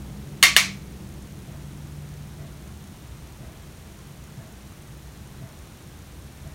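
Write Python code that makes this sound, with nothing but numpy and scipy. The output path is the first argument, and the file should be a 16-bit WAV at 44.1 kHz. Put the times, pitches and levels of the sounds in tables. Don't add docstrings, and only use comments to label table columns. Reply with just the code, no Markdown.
import sys
import numpy as np
from scipy import signal
from scipy.fft import rfft, irfft, next_fast_len
from scipy.io import wavfile

SR = 44100
rng = np.random.default_rng(int(sys.argv[2]) if len(sys.argv) > 2 else 0)


def unload_audio(sound):
    columns = np.transpose(np.atleast_2d(sound))
    steps = np.round(np.clip(columns, -1, 1) * 32767)
    wavfile.write(sys.argv[1], SR, steps.astype(np.int16))


N = 288414
TIME = np.arange(N) / SR


def from_db(db):
    return 10 ** (np.asarray(db) / 20)


def at_hz(points, hz):
    frequencies, values = np.transpose(points)
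    return np.interp(np.log(np.maximum(hz, 1)), np.log(frequencies), values)


def noise(spectrum):
    size = next_fast_len(N)
    gain = from_db(at_hz(spectrum, np.fft.rfftfreq(size, 1 / SR)))
    coloured = irfft(rfft(rng.standard_normal(N), size) * gain, size)[:N]
    return coloured / np.sqrt(np.mean(coloured ** 2) + 1e-20)


def drift(rate_hz):
    return np.interp(TIME * rate_hz, np.arange(400), rng.standard_normal(400))


def decay(start_s, t60_s, rise_s):
    age = np.maximum(TIME - start_s, 0)
    return (1 - np.exp(-age / rise_s)) * from_db(np.maximum(-60 * age / t60_s, -300))


def struck(start_s, modes, rise_s, spread_db):
    out = np.zeros(N)
    for k, (hz, db, t60_s) in enumerate(modes):
        strength = (-1) ** k * from_db(db + spread_db * rng.standard_normal())
        out += strength * decay(start_s, t60_s, rise_s) * np.sin(2 * np.pi * hz * (TIME - start_s))
    return out


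def tone(hz, db, waver_hz, waver_db):
    phase = 2 * np.pi * np.cumsum(hz + waver_hz * drift(14)) / SR
    return np.sqrt(2) * from_db(db + waver_db * drift(12)) * np.sin(phase)


def ventilation(rest_db=-47, extra_db=6, settle_s=1.96):
    # frequency in Hz, relative density in dB.
    boom_spectrum = [(22, -34), (40, -12), (51, -11.5), (62, 1.5), (72, -5), (82, -1.5), (96, -10),
                     (140, -24), (400, -61)]
    # time in seconds, level in dB.
    boom_levels = [(0, -46.5), (0.8, -44), (3.6, -43.5), (3.9, -48), (6.54, -45)]
    # frequency in Hz, relative density in dB.
    rumble_spectrum = [(50, -24), (95, -9), (130, -3.5), (200, -11), (270, -15.5), (325, -13.5),
                       (480, -23.5), (750, -28.5), (2000, -47)]
    boom_db = np.interp(TIME, *np.transpose(boom_levels))
    rumble_db = rest_db + extra_db * np.exp(-TIME / settle_s)
    return from_db(boom_db) * noise(boom_spectrum) + from_db(rumble_db) * noise(rumble_spectrum)


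def fan_hum(hz=61.8, rms_db=-56.5):
    return np.sqrt(2) * from_db(rms_db) * np.sin(2 * np.pi * hz * TIME)


def low_drone(hz=146, rest_db=-56):
    # crest time in seconds, level in dB, 1/e half-width in seconds.
    crests = [(0.4, -45.5, 0.43), (1.94, -41, 0.56)]
    swells = sum(from_db(db) * np.exp(-((TIME - s) / width) ** 2) for s, db, width in crests)
    return (from_db(rest_db) + swells) * tone(hz, db=0, waver_hz=1.2, waver_db=1.4)


def high_drone(first_hz=202.5, sunk_hz=189, hold_s=0.48, sink_s=0.36):
    fade_db_per_s, hum_fade_db_per_s = 8.5, 3
    age = np.maximum(TIME - hold_s, 0)
    hz = sunk_hz + (first_hz - sunk_hz) * np.exp(-age / sink_s)
    sinking = tone(hz, db=-43 - fade_db_per_s * age, waver_hz=4.34, waver_db=3.5)
    hum = tone(hz=204.7, db=-47 - hum_fade_db_per_s * TIME, waver_hz=3.53, waver_db=2.5)
    return sinking + hum


def hiss(rms_db=-51):
    # frequency in Hz, relative density in dB.
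    spectrum = [(100, 1), (800, 0), (1500, -2.5), (2800, -5.5), (4000, -6.5), (4900, -10.5), (5600, -8),
                (6800, -10), (7800, -11), (9600, -9.5), (10400, -17.5), (11100, -12), (15500, -16.5)]
    return from_db(rms_db) * noise(spectrum)


def interference_ticks(first_s=0.0229, period_s=0.05, gain_db=-35, stray_share=0.18, uneven_db=0.5):
    # frequency in Hz, relative level in dB, 60 dB decay in seconds.
    modes = [(5940, -7, 0.0037), (6720, 2, 0.0029), (9690, -5, 0.0064), (12300, -6.5, .002),
             (14700, -6, .002)]
    beats = np.arange(first_s, TIME[-1], period_s)
    lag_draw, stray_draw, jitter_draw = rng.random((len(beats), 3)).T
    stray_lag_s = np.where(lag_draw < .5, .0035, .017)
    strays = (beats + stray_lag_s)[stray_draw < stray_share]
    onsets = (np.concatenate([beats + .0008 * jitter_draw, strays]) * SR).astype(int)
    pulses = np.zeros(N)
    pulses[onsets[onsets < N]] = 1
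    pulses *= from_db(uneven_db * rng.standard_normal(N))
    response = struck(0, modes, rise_s=0.00052, spread_db=0.5)
    return from_db(gain_db) * signal.fftconvolve(pulses, response)[:N]


def crack(start_s, t60_s, low_hz, high_hz):
    band = signal.butter(1, [low_hz, high_hz], "band", fs=SR, output="sos")
    return signal.sosfilt(band, rng.standard_normal(N)) * decay(start_s, t60_s, rise_s=.0001)


def plastic_snaps():
    # start in seconds, gains in dB of the direct sound, the reverberation and
    # the lingering tones, delay of the wall's echo in seconds, its gain in dB.
    snaps = [(0.4275, 0, -10, -11.5, 0.0084, -1), (0.5644, 2, -12, -15, 0.0069, -7.5)]
    # frequency in Hz, relative level in dB, 60 dB decay in seconds.
    plastic_modes = [(423, -30, 0.061), (1132, -12, 0.022), (1725, -6, 0.013), (2954, -0.5, 0.013),
                     (3590, -5, 0.015), (4350, -3.5, 0.015), (6530, -10.5, 0.016), (8980, -4, 0.0065),
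                     (13240, -11, 0.0081)]
    # frequency in Hz, relative level in dB, 60 dB decay in seconds.
    ring_modes = [(1144, -17.5, 0.38), (1580, -14, 0.22), (1870, 1.5, 0.11), (2020, -2, 0.17),
                  (2129, 1.5, 0.19), (2282, -7.5, 0.35), (2570, -15.5, 0.32), (2850, 2.5, 0.1),
                  (3137, -6, 0.21), (3569, -13.5, 0.24), (3660, -2, 0.15), (4160, -17.5, 0.24),
                  (4070, -13, .35), (4400, -9, 0.27), (4940, -9, 0.18), (5530, -13, 0.22), (6170, -22, 0.3)]
    out = np.zeros(N)
    for start_s, direct_db, room_db, ring_db, delay_s, echo_db in snaps:
        clack = struck(start_s, plastic_modes, rise_s=.0001, spread_db=4.0)
        burst = from_db(-8.0) * crack(start_s, t60_s=0.006, low_hz=1500, high_hz=12000)
        out += from_db(direct_db) * (clack + burst)
        out += from_db(echo_db) * crack(start_s + delay_s, t60_s=0.013, low_hz=1187, high_hz=10940)
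        out += from_db(room_db) * reverberation(start_s, rise_s=0.0027)
        out += from_db(ring_db) * struck(start_s, ring_modes, rise_s=0.0096, spread_db=2.0)
    return out


def reverberation(start_s, rise_s):
    # frequency in Hz, relative density in dB.
    spectrum = [(150, -32), (300, -24), (550, -26.5), (690, -14.5), (810, -24.5), (1120, -13),
                (1600, -14.5), (2150, -3), (2600, -8.5), (3800, -12.5), (6600, -13), (7600, -17),
                (10000, -18), (15500, -26)]
    # band centre in Hz, reverberation time in seconds.
    band_decays = [(300, 0.32), (1100, 0.29), (2300, 0.32), (6000, 0.31), (10000, 0.23), (15000, 0.17)]
    centres, t60s = np.transpose(band_decays)
    size = next_fast_len(N)
    field, hz = rfft(noise(spectrum), size), np.fft.rfftfreq(size, 1 / SR)
    out = np.zeros(N)
    for one_band, t60_s in zip(np.eye(len(centres)), t60s):
        share = at_hz(np.column_stack([centres, one_band]), hz)
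        out += irfft(field * share, size)[:N] * decay(start_s, t60_s, rise_s)
    return out


def dull_thuds(half_width_s=0.033, rustle_db=-41.5):
    # crest time in seconds, level in dB.
    crests = [(1.491, -37), (2.41, -41), (3.43, -39), (4.41, -37.5), (5.435, -35), (6.46, -41.5)]
    # frequency in Hz, relative density in dB.
    body_spectrum = [(60, -27), (110, -3.5), (140, 4.5), (175, -4.5), (260, -18.5), (600, -39), (2000, -67)]
    rustle_spectrum = [(150, 2), (300, 3), (540, -8), (660, 8), (800, -18), (1200, -13), (2000, -10),
                       (3500, -31), (12000, -50)]
    bumps = sum(from_db(db) * np.exp(-((TIME - s) / half_width_s) ** 2) for s, db in crests)
    tails = sum(decay(s - half_width_s, t60_s=0.53, rise_s=0.041) for s, _ in crests)
    return bumps * noise(body_spectrum) + from_db(rustle_db) * tails * noise(rustle_spectrum)


def scene():
    room = plastic_snaps() + ventilation() + fan_hum() + low_drone() + high_drone() + dull_thuds()
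    return (room + interference_ticks() + hiss())[None]


def record(dry, cutoff_hz=15800):
    low_pass = signal.ellip(10, .1, 70, cutoff_hz, fs=SR, output="sos")
    return signal.sosfilt(low_pass, np.clip(dry, -1, 1))


dry = scene()
out = record(dry)
unload_audio(out)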